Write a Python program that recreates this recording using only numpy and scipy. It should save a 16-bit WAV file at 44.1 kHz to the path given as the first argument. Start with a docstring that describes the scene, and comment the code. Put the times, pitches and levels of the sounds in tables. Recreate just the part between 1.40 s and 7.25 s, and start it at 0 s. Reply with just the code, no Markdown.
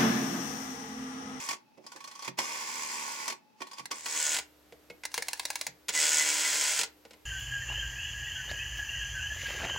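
"""Dialling a rotary telephone

An old telephone on a desk in a small room is dialled again and again. A pawl ticks as the finger winds
the wheel, then the spring runs it back against a whirring worm-driven governor until it knocks home.
Midway the sound dissolves from the front of the closed case to the bare mechanism inside."""
import sys
import numpy as np
from scipy import signal
from scipy.fft import rfft, irfft, next_fast_len
from scipy.io import wavfile
from scipy.ndimage import map_coordinates

SR = 44100
rng = np.random.default_rng(int(sys.argv[2]) if len(sys.argv) > 2 else 0)


def wrap_up_sound(samples):
    """Save the sound to the file named by the first command line argument, as 16-bit audio."""
    columns = np.atleast_2d(samples).T
    # keep every value between -1 and 1, then stretch to whole-number steps
    tamed = np.clip(columns, -1, 1)
    steps = np.round(tamed * 32767).astype(np.int16)
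    wavfile.write(sys.argv[1], SR, steps)


N = 258161
TIME = np.arange(N) / SR


def amp(db):
    """Decibels to gain."""
    return 10 ** (np.asarray(db) / 20)


def unit(x):
    """x at rms 1."""
    return x / np.sqrt(np.mean(x ** 2) + 1e-20)


def along(points, hz):
    """A curve of (frequency, value) points, read on a log axis."""
    freqs, values = np.transpose(points)
    return np.interp(np.log(hz + 1), np.log(freqs + 1), values)


def body(spectrum, resonances, size=4096):
    """Impulse response of a broad EQ curve with peaks and notches on it."""
    hz = np.fft.rfftfreq(size, 1 / SR)
    peaks_db = sum(lift / (1 + (2 * (hz - f) / width) ** 2) for f, width, lift in resonances)
    cepstrum = irfft(np.log(amp(along(spectrum, hz) + peaks_db) + 1e-6))
    cepstrum[1:size // 2] *= 2  # minimum phase: no ringing ahead of the hit
    cepstrum[size // 2 + 1:] = 0
    response = irfft(np.exp(rfft(cepstrum)))
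    return response / np.linalg.norm(response)


def through(x, response):
    """x sent through an impulse response."""
    return signal.fftconvolve(x, response)[:len(x)]


def equalised(x, gain):
    """x times a gain that depends on frequency."""
    size = next_fast_len(N)
    return irfft(rfft(x, size) * gain(np.fft.rfftfreq(size, 1 / SR)), size)[..., :N]


def dissolve(closed, bare, span_s=(2.35, 2.93)):
    """Constant-power crossfade from the closed case to the bare mechanism."""
    angle = np.interp(TIME, span_s, [0, np.pi / 2])
    return np.cos(angle) * closed + np.sin(angle) * bare


def placed(hits):
    """(time, sound) pairs laid on the timeline."""
    track = np.zeros(N + SR)
    for s, sound in hits:
        track[round(s * SR):][:len(sound)] += sound
    return track[:N]


def swells(rows):
    """Envelope of brief bell-shaped swells."""
    return sum(amp(db) * np.exp(-2 * ((TIME - s) / half_width) ** 2) for s, half_width, db in rows)


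def wobble(rate_hz):
    """A smooth random curve with rate_hz new values a second."""
    return map_coordinates(rng.standard_normal(N // 20), [TIME * rate_hz])


def ring(modes, rise=1 / SR):
    """Struck (frequency, t60) modes that swell and fade."""
    t = TIME[:SR // 4]
    tones = sum(np.sin(2 * np.pi * hz * t) * amp(-60 * t / t60) for hz, t60 in modes)
    return (1 - np.exp(-t / rise)) * tones


def resonator(x, hz, t60):
    """x rings one damped resonance that radiates little far below its pitch."""
    low_cut = signal.butter(2, hz / 4, "high", fs=SR)
    return signal.lfilter(*low_cut, through(x, ring([(hz, t60)])))


def burst(response, t60, rise):
    """One contact: noise with a fast attack, dying away through a body."""
    t = TIME[:SR // 6]
    envelope = amp(-60 * t / t60) * (1 - np.exp(-(t / rise) ** 2))
    return unit(through(rng.standard_normal(len(t)) * envelope, response))


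def friction(grain_db):
    """Metal sliding on metal: countless tiny impacts of uneven, bounded size."""
    sizes = amp(grain_db * np.repeat(rng.standard_normal(N // 8 + 1), 8)[:N])
    return unit(np.tanh(.5 * rng.standard_normal(N) * sizes))


# the wheel runs back: (start [s], home [s], spin-up [s], coast [s], level [dB])
RUNS = [(-0.03, 0.099, 0.011, 0.049, -40), (0.969, 1.867, 0.011, 0.057, -37.5),
        (2.503, 2.698, 0.034, 0.17, -47), (2.621, 2.916, 0.16, 0.063, -32),
        (4.51, 5.378, 0.036, 0.05, -29.5)]
BEAT_HZ = 78.45  # the governor's beat as a run starts

def spring(slowing_hz_per_s=7.5, sag_db_per_s=1.6, brake=1.8):
    """Beat rate and gain of each run: it swells, slows and sags as the spring unwinds, then dies away."""
    rate, gain = np.full(N, BEAT_HZ), np.zeros(N)
    for start, home, spin_up, coast, db in RUNS:
        age = np.maximum(TIME - start, 0)
        rate = np.where(age > 0, BEAT_HZ - slowing_hz_per_s * age, rate)
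        attack = 1 - np.exp(-(age / spin_up) ** 2)
        release = np.exp(-(np.maximum(TIME - home, 0) / coast) ** brake)
        gain += amp(db - sag_db_per_s * age) * attack * release
    return rate, gain


def governor(beats, throb, sharpness, push_db, push_hz, grain_db, repeat=0.31, size=512):
    """Fly weights scrape round their cup, pressing hardest once a beat."""
    phase = beats % 1
    # the same rough track comes round again and again, which draws harmonics
    track = unit(map_coordinates(rng.standard_normal(size), [phase * size], mode="grid-wrap"))
    scrape = np.sqrt(repeat) * track + np.sqrt(1 - repeat) * friction(grain_db)
    strength = amp(0.31 * rng.standard_normal(int(beats[-1]) + 1))[beats.astype(int)]
    pressure = 1 + throb * strength * np.exp(-sharpness * phase)
    # the worm's play gives a soft push on every beat
    kicks = np.diff(np.floor(beats), prepend=0)
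    push = signal.lfilter([1], [1, -np.exp(-2 * np.pi * push_hz / SR)], kicks - kicks.mean())
    return unit(scrape * pressure) + amp(push_db) * unit(push)


def shifting(x, spectrum, resonances, detune, rate_hz):
    """The colour shifts as the wheel turns: a wandering blend of a flat and a sharp body."""
    low, high = [through(x, body(spectrum, [(hz * ratio, width, lift) for hz, width, lift in resonances]))
                 for ratio in (1 - detune, 1 + detune)]
    blend = .5 + .5 * np.tanh(2 * wobble(rate_hz))
    return unit(low + blend * (high - low))


# bright modes of the governor's cup: (frequency [Hz], relative level [dB])
CUP_MODES = [(5300, -6.5), (6600, -0.5), (7750, -1.5)]

def slaps(beats, second_db, scatter_db, sharpness, t60, jitter):
    """Two fly weights slap the cup half a turn apart, each time ringing its modes in a new mix."""
    cup = np.zeros(N)
    turns = np.maximum(beats + jitter * wobble(BEAT_HZ), 0)
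    for hz, db in CUP_MODES:
        pressure = np.zeros(N)
        for offset, weight_db in [(0, 0), (.5, second_db)]:
            turn, phase = np.divmod(turns + offset, 1)
            strength = amp(weight_db + scatter_db * np.tanh(rng.standard_normal(N // 20)))
            pressure += strength[turn.astype(int)] * np.exp(-(sharpness * phase) ** 2)
        cup += amp(db) * unit(resonator(pressure * rng.standard_normal(N), hz, t60))
    return unit(cup)


# broad tone of the whirr: (frequency [Hz], gain [dB])
CLOSED_WHIRR_EQ = [(50, -48), (100, -22), (160, -4), (700, 7), (2200, 15.5), (4000, 13), (7200, 11.5),
                   (8700, 4.5), (15500, -7)]
BARE_WHIRR_EQ = [(50, -69), (100, -38), (150, -20), (210, -27), (300, -18.5), (480, -5.5), (2200, -0.5),
                 (3800, -1), (7900, -0.5), (10200, -10.5), (12600, -20), (15500, -16)]
# peaks and notches of case, frame and gears: (frequency [Hz], width [Hz], gain [dB])
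CASE = [(272, 290, 8), (538, 52, 5.5), (716, 47, -7.5), (917, 187, 9), (1111, 110, 13), (1300, 130, -9),
        (1490, 79, 3), (1640, 110, -9.5), (2290, 200, 3), (2850, 390, -4), (3810, 340, -8.5),
        (5050, 110, 6.5), (5870, 220, 3)]
FRAME = [(380, 54, -4.5), (676, 96, -8.5), (1000, 68, 7), (1158, 310, -9.5), (1460, 53, 7), (2055, 60, 7.5),
         (3690, 200, -5.5), (800, 100, 0), (2250, 58, 5.5), (5230, 76, 5), (6510, 67, 5), (6860, 130, 6),
         (7800, 1300, 3.5), (13750, 400, 2)]
GEAR_TONES = [(302, 14, 14), (601, 22, 8.6)]

def whirr(fit_db=5, flutter_db=0.73):
    """The running governor: its weights rattle in fits and the uneven gears make the level flutter."""
    rate, gain = spring()
    beats = np.cumsum(rate) / SR
    closed = governor(beats, throb=0.5, sharpness=6.8, push_db=-14.0, push_hz=425, grain_db=2.0)
    bare = governor(beats, throb=0.57, sharpness=6.1, push_db=-16.0, push_hz=590, grain_db=6.5)
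    closed = amp(-2.5) * shifting(closed, CLOSED_WHIRR_EQ, CASE, detune=0.022, rate_hz=13)
    bare = amp(1.0) * unit(through(bare, body(BARE_WHIRR_EQ, FRAME + GEAR_TONES)))
    fits = amp(fit_db * np.tanh(wobble(rate_hz=9)))
    closed_slaps = slaps(beats, second_db=-5, scatter_db=11, sharpness=3.3, t60=0.0026, jitter=0.15)
    bare_slaps = slaps(beats, second_db=-9.5, scatter_db=5, sharpness=6.0, t60=0.0047, jitter=0.034)
    closed += amp(-12.0) * fits * closed_slaps
    bare += amp(-6.0) * fits * bare_slaps
    flutter = amp(flutter_db * wobble(rate_hz=38))
    return gain * flutter * dissolve(closed, bare)


def air(spectrum, bands, db, spread):
    """Steady room noise, widened by a side signal."""
    mid, side = [unit(through(noise, body(spectrum, bands))) for noise in rng.standard_normal((2, N))]
    return amp(db) * np.array([mid + spread * side, mid - spread * side])


# the bed of room air: (frequency [Hz], gain [dB])
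CLOSED_AIR_EQ = [(30, -35), (90, -12), (230, 1.5), (450, -8), (2500, -18), (5500, -18.5), (8000, -29),
                 (15500, -27)]
BARE_AIR_EQ = [(30, -6), (75, 0), (190, -2.5), (420, 4), (1000, -4), (5000, -11), (15500, -21.5)]
# narrow drones in that air: (frequency [Hz], width [Hz], gain [dB])
CLOSED_DRONE = [(857, 78, 20.5), (2600, 120, 14.5)]
BARE_DRONE = [(12050, 1100, 13.3)]
# steady hum: (frequency [Hz], level [dB])
HUM = [(70.0, -75), (301.5, -69.5)]

def room_tone():
    """Quiet air, with a faint electric hum beside the open telephone."""
    hum = sum(amp(db) * unit(np.sin(2 * np.pi * (hz * TIME + rng.random()))) for hz, db in HUM)
    closed = air(CLOSED_AIR_EQ, CLOSED_DRONE, db=-67.0, spread=0.81)
    bare = air(BARE_AIR_EQ, BARE_DRONE, db=-64.5, spread=0.67)
    return dissolve(closed, bare + hum)


# the wheel comes home with three knocks: (time [s], first crack [dB], loss per knock [dB], thud [dB])
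HOMINGS = [(0.086, -44, 3.5, -63.5), (1.877, -44, 4, -65.5), (2.944, -42.5, 0.2, -65),
           (5.391, -39.5, 1.5, -59)]
# the finger bumps wheel and case, or lands on its stop: (time [s], crack [dB], thud [dB])
TOUCHES = [(0.371, -74.5, -60.5), (0.436, -75, -68), (0.543, -76, -64), (2.202, -58.5, -55),
           (2.215, -49, -74), (3.322, -66, -60), (3.499, -60.5, -57), (3.635, -52, -85), (3.777, -48, -57),
           (5.650, -65.5, -62), (5.707, -64, -68.5), (5.732, -65.5, -72)]
FINGER_STOPS = [(0.875, -47.5, -54.5), (2.392, -55, -64.5), (4.274, -57, -64)]
# the wheel slips off the finger, snaps into gear and rebounds: (time [s], snap [dB], slip [dB], thud [dB])
RELEASES = [(0.985, -40, -69, -53), (2.511, -44.5, -62, -60.5), (2.658, -45.5, -83, -70),
            (4.4894, -40, -45.5, -62)]

def contacts(slip_lead_s=0.0065, rebound_s=0.013, rebound_db=-11.5, knock_gap_s=0.021):
    """Cue list of every blow of finger and wheel: (time [s], crack [dB], thud [dB], treble [dB])."""
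    cues = [(s, db, thud, -3.5) for s, db, thud in TOUCHES]
    cues += [(s, db, thud, -2) for s, db, thud in FINGER_STOPS]
    for s, snap, slip, thud in RELEASES:
        cues += [(s - slip_lead_s, slip, thud, 0.5),
                 (s, snap, thud, 0.5),
                 (s + rebound_s, snap + rebound_db, thud + rebound_db, 0.5)]
    for s, db, loss, thud in HOMINGS:
        cues += [(s + k * knock_gap_s, db - k * loss, thud, 1) for k in range(3)]
    return cues


def blows(shell, base, t60, rise, treble_db, hard_db=-29.5, split_hz=4000):
    """Each blow cracks in the shell and thumps the base; harder ones are brighter and start faster."""
    lowpass = signal.butter(2, split_hz, fs=SR)
    hits = []
    for s, db, thud_db, cue_treble_db in contacts():
        force_db = db - hard_db
        attack = rise * (1 + 0.16 * max(-force_db, 0))
        crack = burst(shell, t60, attack)
        dull = signal.filtfilt(*lowpass, crack)
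        brightness = amp(cue_treble_db + treble_db + 0.16 * force_db)
        crack = unit(dull + brightness * (crack - dull))
        thud = burst(base, t60=0.12, rise=attack)
        hits.append((s, amp(db) * crack + amp(thud_db) * thud))
    return placed(hits)


# broad tone of a hit and of the thud under it: (frequency [Hz], gain [dB])
CLOSED_HIT_EQ = [(100, -45), (300, -15.5), (700, -2.5), (2200, 4), (4000, 2), (6500, -0.5), (9000, -8),
                 (15000, -21)]
BARE_HIT_EQ = [(100, -22), (300, -16.5), (700, -3.5), (2200, -1), (5000, 1.5), (9000, -3), (11000, -5.5),
               (13000, -19.5), (15000, -11.5)]
THUD_EQ = [(60, -28), (150, -6), (350, -5), (550, 1), (900, -8), (4000, -67)]
# the base rocks on the desk: (frequency [Hz], width [Hz], gain [dB])
CLOSED_BASE = [(222, 21, 11.5), (303, 47, 13), (371.6, 31, 15)]
BARE_BASE = [(205, 59, 3.8), (465, 120, 9.2)]
# the desk's low boom: (frequency [Hz], t60 [s])
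DESK_MODES = [(135, 0.23), (178, 0.26), (238, 0.16)]

def knocks(boom_db=7.5):
    """The wheel is caught, released and stopped; the desk booms when the finger hits its stop."""
    closed = blows(body(CLOSED_HIT_EQ, CASE), body(THUD_EQ, CLOSED_BASE),
                   t60=0.056, rise=0.00085, treble_db=2.5)
    bare = blows(body(BARE_HIT_EQ, FRAME), body(THUD_EQ, BARE_BASE),
                 t60=0.049, rise=0.0002, treble_db=-5.5)
    boom = placed((s, amp(thud + boom_db) * ring(DESK_MODES, rise=0.0069)) for s, _, thud in FINGER_STOPS)
    return dissolve(closed, bare) + boom


# the finger winds the wheel: (start [s], end [s], starting level [dB], growth [dB/s])
WINDS = [(0.458, 0.87, -65.5, 31), (2.214, 2.43, -63, -3), (3.74, 4.247, -52.5, 4)]
# the rubbing swells briefly: (time [s], half-width [s], level [dB])
SCRAPES = [(0.86, 0.038, -50), (2.385, 0.02, -52.5), (3.765, 0.027, -44)]
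# peaks and notches of the bare pawl: (frequency [Hz], width [Hz], gain [dB])
BARE_PAWL = [(300, 210, 0.5), (953, 450, 10), (1223, 310, -12), (1673, 100, 8), (2140, 340, 5.5),
             (2730, 150, 9), (3070, 1000, -6.5), (4250, 520, 4)]

def winding(fade_s=0.057):
    """The gears rub softly while the finger pulls the wheel round against the spring."""
    rub = friction(grain_db=-1.0)
    mild_pawl = [(hz, width, lift / 2) for hz, width, lift in BARE_PAWL]
    closed = amp(-1.0) * unit(through(rub, body(CLOSED_HIT_EQ, CASE)))
    bare = amp(-2.5) * unit(through(rub, body(BARE_HIT_EQ, mild_pawl)))
    pull = np.zeros(N)
    for start, end, db, growth in WINDS:
        fades = np.clip(np.minimum(TIME - start, end - TIME) / fade_s + 1, 0, 1)
        pull += amp(db + growth * np.clip(TIME - start, 0, end - start)) * fades
    return (pull + swells(SCRAPES)) * dissolve(closed, bare)


def tick(shell, hz, t60, rise, click_db, ring_db):
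    """A tooth scrapes off the pawl: a click in the shell and a short ring at the tooth's own pitch."""
    click = burst(shell, t60, rise)
    return amp(click_db) * click + amp(ring_db) * unit(resonator(click, hz, t60=0.013))


# the pawl drops over a tooth: (time [s], relative level [dB], pitch [Hz])
TICKS = [(0.464, -35.5, 5140), (0.518, -36.5, 1500), (0.56, -36, 1770), (0.604, -37, 2450),
         (0.64, -32, 4300), (0.674, -35, 6100), (0.712, -37, 4310), (0.751, -37, 6330), (0.791, -34, 6100),
         (0.822, -32, 4670), (0.846, -31.5, 7030), (2.268, -38.5, 4370), (2.312, -35.5, 4800),
         (2.331, -35.5, 5100), (2.382, -33, 4600), (2.455, -28, 2060), (3.652, -19.5, 2080),
         (3.741, -18, 6450), (3.777, -18, 2400), (3.822, -19.5, 2310), (3.883, -17.5, 4200),
         (3.931, -18, 1740), (3.995, -18.5, 4750), (4.052, -17.5, 5800), (4.102, -18, 1660),
         (4.155, -18.5, 2270), (4.211, -18, 4120), (4.266, -18.5, 7060)]
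# the pawl's colour through the closed case: (frequency [Hz], width [Hz], gain [dB])
CLOSED_PAWL = [(200, 200, 8), (1080, 260, 1.5), (2220, 900, -7.5)]

def ratchet(scuff_lead_s=0.022, scatter_s=0.005, scuff_db=-20.5, bare_from_s=2.42, detune=0.036):
    """The sprung pawl snaps from tooth to tooth; during a wind it scuffs each just before it drops."""
    scuffs = [(s - scuff_lead_s + scatter_s * rng.standard_normal(), db + scuff_db, hz)
              for s, db, hz in TICKS if any(start < s < end for start, end, *_ in WINDS)]
    hits = []
    for s, db, hz in TICKS + scuffs:
        if s < bare_from_s:
            shell = body(CLOSED_HIT_EQ, CASE + CLOSED_PAWL)
            sound = tick(shell, hz, t60=0.082, rise=0.00091, click_db=-23.0, ring_db=-32.5)
        else:
            pawl = [(f * (1 + detune * rng.standard_normal()), width, lift) for f, width, lift in BARE_PAWL]
            sound = tick(body(BARE_HIT_EQ, pawl), hz, t60=0.029, rise=0.0011, click_db=-25.5, ring_db=-37)
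        hits.append((s, amp(db) * sound))
    return placed(hits)


# stray clacks of the running gears: (time [s], level [dB])
CLACKS = [(1.422, -58), (1.449, -58), (2.931, -51)]

def gear_clacks():
    """Now and then the gears jump in their play and ring the cup with a single bright clack."""
    cup = sum(amp(db) * ring([(hz, 0.0061)]) for hz, db in CUP_MODES)
    return placed((s, amp(db) * burst(cup, t60=0.0085, rise=0.00057)) for s, db in CLACKS)


# modes of a contact leaf: (frequency [Hz], t60 [s])
LEAF_MODES = [(2180, 0.072), (2560, 0.038)]

def leaf_clink(s, db):
    """A contact leaf rings faintly as the finger finds its hole."""
    return placed([(s, amp(db) * ring(LEAF_MODES, rise=0.00076))])


def frame_clonk(s, db, hz, t60):
    """The frame rings hollowly as the wheel takes up the spring's load."""
    return placed([(s, amp(db) * ring([(hz, t60)], rise=0.0025))])


# chirps of the governor shaft: (time [s], half-width [s], level [dB])
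CHATTER = [(4.582, 0.033, -31.5), (4.811, 0.046, -32.5), (5.062, 0.026, -34)]

def shaft_chatter(pitch_hz, wander_rad):
    """In the last run the shaft sings briefly three times, not quite steady in pitch."""
    phase = 2 * np.pi * pitch_hz * TIME + wander_rad * wobble(rate_hz=150)
    return swells(CHATTER) * unit(np.sin(phase))


# the closed case booms to the right, the gears hiss to the left: (frequency [Hz], left minus right [dB])
CLOSED_PAN = [(600, -8), (2000, -8.5), (4500, 5), (7000, 1), (15000, 30)]
# its sound reaches the left ear first: (frequency [Hz], phase lead [rad])
CLOSED_LEAD = [(550, 0.42), (950, 1), (2000, 0)]

def lean(hz):
    """Side gain that places the closed case in the stereo image."""
    left_over_right = amp(along(CLOSED_PAN, hz)) * np.exp(1j * along(CLOSED_LEAD, hz))
    return (left_over_right - 1) / (left_over_right + 1)


# the room's decay: (frequency [Hz], t60 [s])
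ROOM_DECAY = [(200, 0.25), (2500, 0.22), (6000, 0.15), (14000, 0.055)]
# desk reflections, and their stronger side signal at the closed case: (frequency [Hz], gain [dB])
REFLECTION_EQ = [(200, -26), (600, -9.5), (2000, -33.5), (8500, -14), (12000, -4)]
CLOSED_SIDE_EQ = [(450, -18), (1100, -13), (1500, -1.5), (5000, -1.5)]

def room(x, desk_t60, tail_db):
    """Quick reflections off desk and case differ at each ear; the walls add a short tail."""
    hz, t, noise = signal.stft(rng.standard_normal((2, SR // 2)), SR, nperseg=256)
    decay = amp(-60 * t / along(ROOM_DECAY, hz)[:, None])
    tails = signal.istft(noise * decay, SR, nperseg=256)[1]
    predelay = SR // 200
    walls = np.array([through(x, np.pad(tail / np.linalg.norm(tail), (predelay, 0))) for tail in tails])
    echoes = rng.standard_normal((2, SR // 20)) * amp(-60 * TIME[:SR // 20] / desk_t60)
    desk = np.array([through(x, echo / np.linalg.norm(echo)) for echo in echoes])
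    mid, bare_side = equalised(desk, lambda hz: amp(along(REFLECTION_EQ, hz)))
    closed_side = equalised(desk[1], lambda hz: amp(along(CLOSED_SIDE_EQ, hz))) + equalised(x, lean)
    side = dissolve(closed_side, bare_side)
    return x + .5 * mid + np.array([side, -side]) + amp(tail_db) * walls


def scene():
    """The dial, close up, over a bed of room tone."""
    running = whirr() + gear_clacks() + shaft_chatter(pitch_hz=2007, wander_rad=0.8)
    handling = winding() + ratchet() + knocks()
    accents = leaf_clink(s=3.502, db=-41) + frame_clonk(s=3.778, db=-29.5, hz=482, t60=0.068)
    return room(running + handling + accents, desk_t60=0.026, tail_db=-12.0) + room_tone()


def record(dry):
    """A brick-wall high cut on the whole mix."""
    top_hz = 15800
    size = next_fast_len(N + SR // 2)
    passband = np.fft.rfftfreq(size, 1 / SR) < top_hz
    return irfft(rfft(dry, size) * passband, size)[:, :N]


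dry = scene()
out = record(dry)
wrap_up_sound(out)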